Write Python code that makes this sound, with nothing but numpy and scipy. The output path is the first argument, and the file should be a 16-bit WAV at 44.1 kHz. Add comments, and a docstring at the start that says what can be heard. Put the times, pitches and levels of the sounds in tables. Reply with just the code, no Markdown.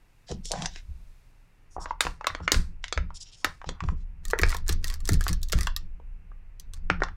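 """Unsealing a plastic tub

Close up on a kitchen table, a lid slides off with a hiss and a groan, and fingers pick at the rim.
The foil seal snaps loose and peels back in crackling tugs while the tub's walls flex and knock.
Every push thumps the table, which sways and booms underneath; a small room answers."""
import sys
import numpy as np
from scipy import signal
from scipy.fft import rfft, irfft, next_fast_len
from scipy.io import wavfile
from scipy.ndimage import uniform_filter1d

SR = 44100
rng = np.random.default_rng(int(sys.argv[2]) if len(sys.argv) > 2 else 0)


def unload_wav(signal):
    """Save mono or channel-first audio to the path in sys.argv[1] as 16-bit WAV at rate SR, clipped to [-1, 1]."""
    wavfile.write(
        sys.argv[1],
        SR,
        np.round(np.clip(np.atleast_2d(signal).T, -1, 1) * 32767).astype(np.int16),
    )


N = 315749

# colour of the room tone: freq_hz, gain_db
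ROOM_TONE_EQ = [(59, -43), (100, 0), (124, -1), (166, -11), (215, -13.5), (621, -20.5), (950, -19),
                (1150, -21.5), (2690, -21), (3320, -36), (16000, -46)]
# fader moves of the faint opening hiss: time_s, gain_db
HISS_FADE = [(0, -82), (1.1, -77.5), (1.7, -87)]
# colour of that hiss: freq_hz, gain_db
HISS_EQ = [(2000, -20.5), (3500, -2.5), (8000, -6.5), (16000, -12)]
# how hard the hands keep the table trembling between pushes: time_s, strength_db
TREMBLE = [(0, -56.5), (.22, -58), (.4, -38.5), (.95, -39.5), (1.2, -50.5), (1.62, -55.5), (1.85, -38),
           (2.3, -51), (2.68, -34.5), (3.3, -54), (3.7, -41.5), (4.2, -33), (4.5, -24), (5.65, -27.5),
           (6.1, -37), (6.6, -42.5), (6.78, -29.5), (7.16, -31)]
# pushes that thump the table: start_s, strength_db, hardness_db (offset for the upper ring)
PUSHES = [(.3, -34.5, 8), (.54, -47, 3), (.61, -42, 12.5), (.88, -34, -10), (1.759, -39, 4),
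          (2.04, -35, 6.5), (2.29, -40, 2), (2.401, -35, 5), (2.533, -20, 1), (2.963, -23, -3),
          (3.45, -42, 2.5), (3.66, -36, 5), (3.814, -29, 5.5), (3.87, -22.5, -3.5), (4.41, -20.5, -3),
          (4.691, -22.5, -6.5), (4.91, -40, -6), (5.102, -15, -4.5), (5.289, -21.5, -4), (5.533, -16.5, -7),
          (6.899, -32, 10), (7.02, -46, 8)]
# sub-bass sway of the table legs: freq_hz, gain_db
LEGS_EQ = [(8, -20.5), (18, -5.5), (25, -6), (29, -3), (34, -9), (44, -22.5), (70, -61), (120, -120)]
# boom and upper ring of the table top: freq_hz, gain_db
TABLE_TOP_EQ = [(30, -43), (45, -14.5), (56, 2.5), (66, 2.5), (74, 2.5), (88, -4.5), (104, -22),
                (155, -13.5), (174, -8), (192, -23.5), (340, -33), (520, -41.5), (900, -120)]
# fingers, lid and foil sliding on each other: start_s, length_s, gain_db, centre_hz
RUBS = [(.27, 0.09, -51.5, 4860), (.44, 0.081, -45.5, 5700), (.5, 0.13, -51, 5140),
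        (.6, 0.081, -47.5, 4900), (.69, 0.14, -57.5, 4520), (1.705, 0.068, -64, 7000),
        (1.803, 0.059, -50.5, 6400), (1.88, .054, -62.5, 4100), (2.425, 0.051, -60.5, 4440),
        (2.83, 0.055, -62, 4300), (3.147, 0.042, -48.5, 5470), (3.205, 0.039, -45, 5500),
        (3.25, 0.07, -57.5, 4420), (3.32, 0.049, -55.5, 4680), (3.365, 0.085, -60.5, 5700),
        (3.66, 0.049, -57, 3860), (3.83, 0.12, -68, 5560), (3.96, 0.091, -75.5, 4920)]
# lid and fingertips juddering along the rim: start_s, length_s, gain_db, pitch_hz
JUDDERS = [(.28, 0.044, -55, 1770), (.297, .03, -36, 537), (.32, 0.1, -38.5, 162),
           (.505, 0.083, -34.5, 667), (.52, 0.132, -38.5, 157), (.53, 0.14, -46.5, 1860),
           (.56, 0.14, -40, 740), (.74, 0.074, -53, 1950), (1.755, 0.16, -44, 985),
           (2.21, 0.3, -50.5, 1250), (3.42, 0.12, -50, 907), (3.62, 0.33, -57.5, 1140)]
# ring of a rubbed surface: freq_hz, gain_db
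SURFACE_EQ = [(2500, 1.5), (3400, 4.5), (4300, -2.5), (5500, 4.5), (6200, -2), (7000, 3), (8500, -6.5),
              (9700, -1), (11000, -18.5), (16000, -4)]
# the thud, body, snap and fizz bands of a click: low_hz, high_hz
CLICK_BANDS = [(220, 700), (700, 2800), (2800, 8000), (8000, 16000)]
# knocks of the tub: time_s, body_db, weight_db (thud over body), hardness_db (snap over body), panel_hz
TUB_KNOCKS = [(0.3147, -49.5, 1.5, 10.5, 577), (0.3204, -46, 15.5, -11, 505), (0.4553, -64.5, 13, 27, 740),
              (0.51, -44, 10, -1, 580), (0.5174, -50, 10, 24.5, 594), (.536, -32.5, -1, -18, 593),
              (.6216, -40, -1.5, 6.5, 1370), (0.649, -40, -8, -14, 1790), (0.6585, -34.5, -17, 7.5, 1970),
              (0.7601, -43, -10, 0.5, 2030), (1.7648, -31, -7, -54, 884), (1.7806, -33.5, -3, -61, 800),
              (1.858, -32, -10.5, -17, 1000), (1.908, -23.5, -20, -33, 1007),
              (2.0069, -19.5, -15, -5.5, 1376), (2.051, -33.5, -1, -5, 850), (2.068, -24, -11, -14, 1020),
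              (2.2104, -33.5, -13, -22, 905), (2.2439, -30.5, -12, -16.5, 1410),
              (2.2695, -19, -12.5, -5, 1282), (2.3014, -33, -20, -35, 1550),
              (2.3493, -31, -4.5, -7.5, 1560), (2.403, -42, 1.5, -20, 1000),
              (2.4784, -17.5, -16.5, -12, 1850), (2.519, -26, 0.5, 8.5, 1996),
              (2.544, -27.5, -4.5, -2.5, 1654), (2.8413, -32, -22, -1, 1995), (2.8815, -45.5, -28, 4, 2400),
              (2.9257, -28.5, -5, 1, 1674), (2.976, -25.5, -7.5, -11, 1413),
              (3.1047, -40.5, -15, -25, 1070), (3.4457, -19, -10.5, -5.5, 1290),
              (3.471, -38, -4.5, -13.5, 1370), (3.616, -40, -15, -17.5, 1250), (3.643, -39, -4.5, -17, 920),
              (3.691, -35, -1, 2, 1210), (3.8051, -31, -27, -14.5, 1290), (3.8383, -39.5, -3, -9, 1096),
              (3.8869, -31, -15, -19, 1198), (4.3339, -19, -2, -29, 1516), (4.3946, -27.5, 0, -18, 1730),
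              (4.434, -16, -8.5, -10.5, 1740), (4.5262, -29, -20, -14, 1500), (4.5478, -30, -10, -18, 1270),
              (4.6952, -35.5, 4.5, 4, 1520), (5.0922, -27, 0.5, -20, 1515), (5.2664, -26.5, -14, -15, 1390),
              (5.532, -27.5, -3, -2, 1614), (5.6711, -25, -18, -5.5, 1214), (5.9998, -53.5, 1.5, -23, 940),
              (6.317, -52.5, -9, -31, 1240), (6.9007, -16, -9, -14.5, 1665),
              (7.0044, -40.5, -4, -14.5, 1340), (7.0204, -20.5, -4, -28, 1443),
              (7.0352, -24.5, -35, -9, 1260), (7.0855, -38.5, -21, -15.5, 1305)]
# modes of a tub wall: panel_pitch_ratio, gain_db, t60_s
WALL_MODES = [(.21, -13.5, 0.022), (.31, -16, 0.004), (0.428, -20.5, 0.011), (.63, -6, .015),
              (.78, -1.5, 0.0098), (0.902, 3, 0.021), (1.022, 0.5, 0.015), (1.2, -0.5, 0.014),
              (1.38, 4, 0.0071), (1.7, -14.5, 0.0098), (2.15, -12, 0.027), (2.701, -3.5, 0.016),
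              (4.6, -6.5, 0.0029)]
# the seal lets go or the foil buckles: time_s, snap_db, body_db (the whole sheet, relative to the snap)
FOIL_SNAPS = [(2.008, -24, -11.5), (2.2695, -33.5, -8), (2.519, -24, -5.5), (3.4457, -30.5, -4.5),
              (4.2531, -40.5, -6.5), (4.2827, -44.5, -16), (4.3022, -41, -2.5), (4.3091, -38.5, -6),
              (4.3891, -33, 2), (4.416, -33.5, -3), (4.494, -36.5, -7), (4.5046, -38.5, 3),
              (4.5464, -38.5, -2), (4.5677, -39, -9), (4.6813, -37, -14), (4.6921, -28.5, -3),
              (4.7262, -35.5, -16), (4.8436, -32, -3), (4.8725, -42, -24), (4.8808, -38, -18),
              (4.901, -38.5, -2), (4.9408, -40, -9), (5.0045, -52.5, -2), (5.0545, -39, -23),
              (5.0766, -37.5, -9), (5.0904, -26.5, -33), (5.121, -38, -8), (5.1336, -32.5, -15),
              (5.1416, -37.5, -3.5), (5.2096, -37.5, 2), (5.2403, -37.5, -20), (5.2815, -28.5, -4.5),
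              (5.293, -36.5, -2), (5.3303, -34.5, -8), (5.417, -56, -16), (5.431, -36.5, -21),
              (5.4864, -46, -24), (5.498, -47.5, -3), (5.5215, -32.5, -7.5), (5.526, -27.5, -6),
              (5.588, -38.5, 3), (5.6097, -33.5, -3.5), (5.632, -37.5, -13), (5.6705, -41.5, -7),
              (5.7641, -32, -8), (6.5984, -44, -18.5), (6.7362, -45, -10.5)]
# modes of the taut foil: pitch_hz, gain_db, t60_s
FOIL_MODES = [(1187, -15.5, 0.066), (1820, -10.5, 0.045), (2500, -12, .007), (4400, -8, 0.0075),
              (5700, -9, 0.0071), (7450, -2.5, .002)]
# a bright, fizzy tail dying away after the sharp cracks: start_s, level_db, t60_s
SNAP_TAILS = [(2.011, -35, 0.27), (2.271, -53.5, 0.32), (2.523, -30, .25), (3.447, -52, 0.45)]
# pulls on the foil: start_s, length_s, crackle_db
TUGS = [(4.228, 0.089, -64.5), (4.36, 0.26, -50.5), (4.478, 0.072, -44.5), (4.656, 0.093, -44),
        (4.811, 0.17, -48.5), (5.033, 0.15, -53), (5.179, 0.17, -51), (5.41, .08, -74),
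        (5.508, 0.18, -49.5), (6.722, 0.07, -66)]
# colour of the snap tails and the peeling crackle: freq_hz, gain_db
CRACKLE_EQ = [(400, -12.5), (1000, 0.5), (1800, 3.5), (2900, -8.5), (4500, -0.5), (6000, -3.5), (9000, -7),
              (12000, -18), (16000, -20.5)]
# reverb tail of the kitchen: freq_hz, t60_s
KITCHEN_DECAY = [(200, 0.17), (1500, 0.2), (5000, 0.19), (9000, 0.07), (15000, 0.089)]
# gentle treble shelf on the whole mix: freq_hz, gain_db
MASTER_EQ = [(13000, 0), (15500, -3)]

BAND_LIMIT_HZ = 15750
LID_OFF_S = 0.8
BOOM_RISE_S, BOOM_T60_S = 0.018, 0.37  # the table top answers a push quickly
SWAY_RISE_S, SWAY_T60_S = 0.049, 0.49  # the legs take longer to swing and to settle
LEAN_BOOM_DB, LEAN_HARDNESS_DB = -13, -4  # tremble in the table top; soft resting fingers ring it less
UPPER_RING_HZ = 115  # crossover from boom to upper ring
TUB_FIZZ_DB, FIZZ_PER_HARDNESS = -22, 0.6  # fizz under the snap; harder contacts keep more (dB per dB)
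FOIL_THUD_DB, FOIL_FIZZ_DB = -13, -4.5  # thud under the body, fizz under the snap
PULL_SIZZLE_DB = -9.5  # fine sizzle under the ticks of a pull


def amp(db):
    """Decibels to gain."""
    return 10 ** (np.asarray(db) / 20)


def unit(x):
    """Scale to rms 1."""
    return x / np.sqrt(np.mean(x ** 2) + 1e-20)


def along(points, hz):
    """Read a (freq_hz, value) curve on a log frequency axis."""
    freqs, values = np.transpose(points)
    return np.interp(np.log(hz + 1), np.log(freqs + 1), values)


def fader(rows, **ends):
    """Gain per sample from (time_s, gain_db) rows."""
    return amp(np.interp(np.arange(N) / SR, *np.transpose(rows), **ends))


def filtered(x, response):
    """Run x through a filter given as a function of frequency."""
    size = next_fast_len(len(x) + 8192)
    return irfft(rfft(x, size) * response(np.fft.rfftfreq(size, 1 / SR)), size)[:len(x)]


def shaped(x, eq):
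    """Colour x with an EQ curve, at rms 1."""
    return unit(filtered(x, lambda hz: amp(along(eq, hz))))


def resonance(hz, centre, q):
    """A causal band-pass."""
    return 1j * hz * centre / q / (centre ** 2 - hz ** 2 + 1j * hz * centre / q)


def causal(gain):
    """Minimum-phase response with this magnitude: nothing sounds before the blow."""
    cepstrum = irfft(np.log(np.maximum(gain, 1e-6)))
    half = len(cepstrum) // 2
    return np.exp(rfft(np.r_[cepstrum[0], 2 * cepstrum[1:half], np.zeros(half)]))


def add(track, start_s, x):
    """Mix x into the track at start_s."""
    part = track[max(round(start_s * SR), 0):][:len(x)]
    part += x[:len(part)]


def grains(size, rate, spread_db):
    """Tiny random impulses of very unequal strength, rate a second."""
    impulses = (rng.random(size) < rate / SR) * rng.standard_normal(size)
    return impulses * amp(spread_db * rng.standard_normal(size))


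def background():
    """A bed of dull room tone, with a faint hiss over the opening."""
    tone = amp(-65.5) * shaped(rng.standard_normal(N), ROOM_TONE_EQ)
    hiss = fader(HISS_FADE, right=-120) * shaped(rng.standard_normal(N), HISS_EQ)
    return tone + amp(5.5) * hiss


def shaking(rise_s, t60_s, lean_db, upper=False):
    """Envelope of a table motion: each push swells and dies over the tremble of resting hands."""
    power = (amp(lean_db) * fader(TREMBLE)) ** 2
    t = np.arange(SR) / SR
    swell = np.minimum(t / rise_s, amp(-60 * (t - rise_s) / t60_s))
    for start_s, strength_db, hardness_db in PUSHES:
        add(power, start_s, (amp(strength_db + hardness_db * upper) * swell) ** 2)
    return np.sqrt(power)


def ringing(eq, smooth_s):
    """A low ring of steady strength and wandering phase: noise levelled by its own envelope."""
    noise = shaped(rng.standard_normal(N), eq)
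    envelope = abs(signal.hilbert(noise, next_fast_len(N))[:N])
    power = uniform_filter1d(envelope ** 2, int(smooth_s * SR))
    return unit(noise / np.sqrt(abs(power) + 1e-6))


def table_rumble():
    """The table sways on its legs and its top booms; hard pushes bring out its upper ring."""
    sway = shaking(SWAY_RISE_S, SWAY_T60_S, lean_db=1) * ringing(LEGS_EQ, smooth_s=0.28)
    top = ringing(TABLE_TOP_EQ, smooth_s=0.031)
    lows = filtered(top, lambda hz: 1 / (1 + (hz / UPPER_RING_HZ) ** 12))
    boom = shaking(BOOM_RISE_S, BOOM_T60_S, LEAN_BOOM_DB) * lows
    ring = shaking(BOOM_RISE_S, BOOM_T60_S, LEAN_BOOM_DB + LEAN_HARDNESS_DB, upper=True) * (top - lows)
    rumble = amp(-3) * sway + amp(-1) * (boom + ring)
    return rumble * signal.windows.tukey(N, .003)


def strokes(rows, rate, spread_db, q, taper, squeak_db, points=60):
    """Each stroke is a swell of tiny slips through a resonance, with squeaky peaks of its own."""
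    out = np.zeros(N)
    for start_s, length_s, gain_db, centre_hz in rows:
        size = int((length_s + 0.0097) * SR)
        peaks = np.c_[np.linspace(0, BAND_LIMIT_HZ, points), squeak_db * rng.standard_normal(points)]
        skirts = lambda hz: 1 / (1 + (hz / (2 * centre_hz)) ** 8 + (0.54 * centre_hz / (hz + 1)) ** 6)
        surface = lambda hz: amp(along(SURFACE_EQ, hz) + along(peaks, hz)) * skirts(hz)
        slips = grains(size, rate, spread_db)
        scrape = filtered(slips, lambda hz: resonance(hz, centre_hz, q) ** 2 * surface(hz))
        add(out, start_s - .01, amp(gain_db) * unit(scrape) * signal.windows.tukey(size, taper))
    return out


def sliding():
    """Smooth rubs hiss; the slower stick and slip along the rim groans."""
    hiss = strokes(RUBS, rate=6000, spread_db=2.5, q=.8, taper=.8, squeak_db=3.5)
    groan = strokes(JUDDERS, rate=1200, spread_db=1, q=1.8, taper=.6, squeak_db=2)
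    return amp(2.9) * hiss + amp(-4) * groan


def click(modes, band_db, knee_hz, crack_db, crack_t60_s, spike_db, scatter, rolloff, size=2048):
    """A sudden release: damped modes, a short crack and a spike, EQ'd towards four band levels."""
    t, hz = np.arange(size) / SR, np.fft.rfftfreq(size, 1 / SR)
    mode_hz, mode_db, t60_s = np.transpose(modes)[:, :, None]
    detune, strength = rng.standard_normal((2, len(modes), 1))
    polarity = rng.choice([-1, 1], mode_hz.shape)
    decay = amp(mode_db + 2 * strength - 60 * t / t60_s)
    hit = np.sum(polarity * decay * np.sin(2 * np.pi * mode_hz * (1 + scatter * detune) * t), axis=0)
    hit += amp(crack_db - 60 * t / crack_t60_s) * rng.standard_normal(size)
    hit[0] += amp(spike_db)
    spectrum = rfft(hit)
    knee_hz = np.clip(knee_hz, 1000, 3000)  # the body of the sound ends here
    for _ in range(2):  # the place and hardness of the contact set its colour
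        energy = np.array([np.sum(abs(spectrum[(hz > lo) & (hz < hi)]) ** 2) for lo, hi in CLICK_BANDS])
        power = 2 * energy / size / (SR / 200)  # as if packed into 5 ms
        thud, body, snap, fizz = band_db - 10 * np.log10(power)
        fall = rolloff * min(fizz - snap, 0)  # a soft contact keeps falling towards the top
        eq = [(150, thud - 12), (300, thud), (480, thud), (850, body), (knee_hz, body),
              (3500, snap), (7000, snap + 0.096 * fall), (10000, fizz), (15000, fizz + fall)]
        spectrum = spectrum * causal(amp(along(eq, hz)))
    return irfft(spectrum)


def splinters(hit, gain_db, rate, lead_s, trail_s, size=3000):
    """A release is never single: tiny copies lead up to it and trail it. Returns sound, pre-roll s."""
    main = size // 4
    t = (np.arange(size) - main) / SR
    slips = grains(size, rate, spread_db=4) * np.exp(np.minimum(t / lead_s, -t / trail_s))
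    slips *= amp(gain_db) / np.sqrt(rate * (lead_s + trail_s))
    slips[main] += 1
    return signal.fftconvolve(hit, slips), main / SR


def tub_knocks():
    """Plastic walls flex and snap, each at the pitch of the spot that is pressed."""
    out = np.zeros(N)
    for time_s, body_db, weight_db, hardness_db, panel_hz in TUB_KNOCKS:
        modes = np.array(WALL_MODES) * [panel_hz, 1, 1]
        fizz_db = hardness_db + TUB_FIZZ_DB + FIZZ_PER_HARDNESS * hardness_db
        band_db = body_db + np.array([weight_db, 0, hardness_db, fizz_db])
        knock = click(modes, band_db, knee_hz=1.27 * panel_hz, crack_db=6.5, crack_t60_s=0.017,
                      spike_db=19.5, scatter=0.05, rolloff=1.8)
        knock, preroll_s = splinters(knock, gain_db=-15, rate=4500, lead_s=.0014, trail_s=.011)
        if time_s < LID_OFF_S:  # the soft lid damps the very top
            knock = filtered(knock, lambda hz: 1 / (1 + (hz / 11500) ** 10))
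        add(out, time_s - preroll_s, knock)
    return out


def foil_snaps():
    """The taut sheet lets go or buckles: sharp bright snaps, each in a shower of smaller ones."""
    out = np.zeros(N)
    for time_s, snap_db, body_db in FOIL_SNAPS:
        band_db = snap_db + np.array([body_db + FOIL_THUD_DB, body_db, 0, FOIL_FIZZ_DB])
        snap = click(FOIL_MODES, band_db, knee_hz=2230, crack_db=-5.5, crack_t60_s=0.0088,
                     spike_db=10, scatter=0.081, rolloff=0.89)
        snap, preroll_s = splinters(snap, gain_db=-3.5, rate=2600, lead_s=0.00078, trail_s=0.0056)
        add(out, time_s - preroll_s, snap)
    return out


def tails_and_peel():
    """A bright, fizzy tail dies away after the sharp cracks; on each pull the glue parts in tiny ticks."""
    tails, pull = np.zeros((2, N))
    t = np.arange(SR // 2) / SR
    for start_s, level_db, t60_s in SNAP_TAILS:
        add(tails, start_s, amp(level_db - 60 * t / t60_s))
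    for start_s, length_s, crackle_db in TUGS:
        add(pull, start_s, amp(crackle_db) * signal.windows.tukey(int(length_s * SR), .5))
    fizz = shaped(grains(N, rate=8000, spread_db=3), CRACKLE_EQ)
    ticks = shaped(grains(N, rate=700, spread_db=4), CRACKLE_EQ)
    return (tails + amp(PULL_SIZZLE_DB) * pull) * fizz + pull * ticks


def kitchen(x, early_db, early_t60_s, late_db, pieces=24):
    """Table and tub scatter the sound at once, then the kitchen rings."""
    out, start = np.zeros(N), 0
    for piece in np.array_split(x, pieces):  # fresh reflections: the paths shift as the hands move
        hz, frame_s, noise = signal.stft(rng.standard_normal(SR // 3), SR, nperseg=256)
        decay = amp(-60 * frame_s / along(KITCHEN_DECAY, hz)[:, None])
        late = signal.istft(noise * decay, SR, nperseg=256)[1]
        t = np.arange(len(late)) / SR
        late = late * (t > .004)
        early = grains(len(t), rate=4500, spread_db=-2.5) * amp(-60 * t / early_t60_s) * (t > .0015)
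        response = (amp(late_db) * unit(late) + amp(early_db) * unit(early)) / np.sqrt(len(t))
        add(out, start / SR, signal.fftconvolve(piece, response))
        start += len(piece)
    return out


def scene():
    """Close handling and its reverb over the table's rumble and the room tone, in mono."""
    hands = tub_knocks() + tails_and_peel() + sliding()
    reverb = kitchen(hands, early_db=-13, early_t60_s=0.03, late_db=-13)
    # the foil throws a different colour towards each of three walls
    foil_reverb = sum(kitchen(foil_snaps(), early_db=-17.5, early_t60_s=0.021, late_db=-20.5, pieces=8)
                      for _ in range(3))
    return (hands + foil_snaps() + reverb + foil_reverb + table_rumble() + background())[None]


def record(dry):
    """Soften the very top and cut steeply at the band limit."""
    response = lambda hz: amp(along(MASTER_EQ, hz)) / np.sqrt(1 + (hz / BAND_LIMIT_HZ) ** 120)
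    return np.array([filtered(channel, response) for channel in dry])


dry = scene()
out = record(dry)
unload_wav(out)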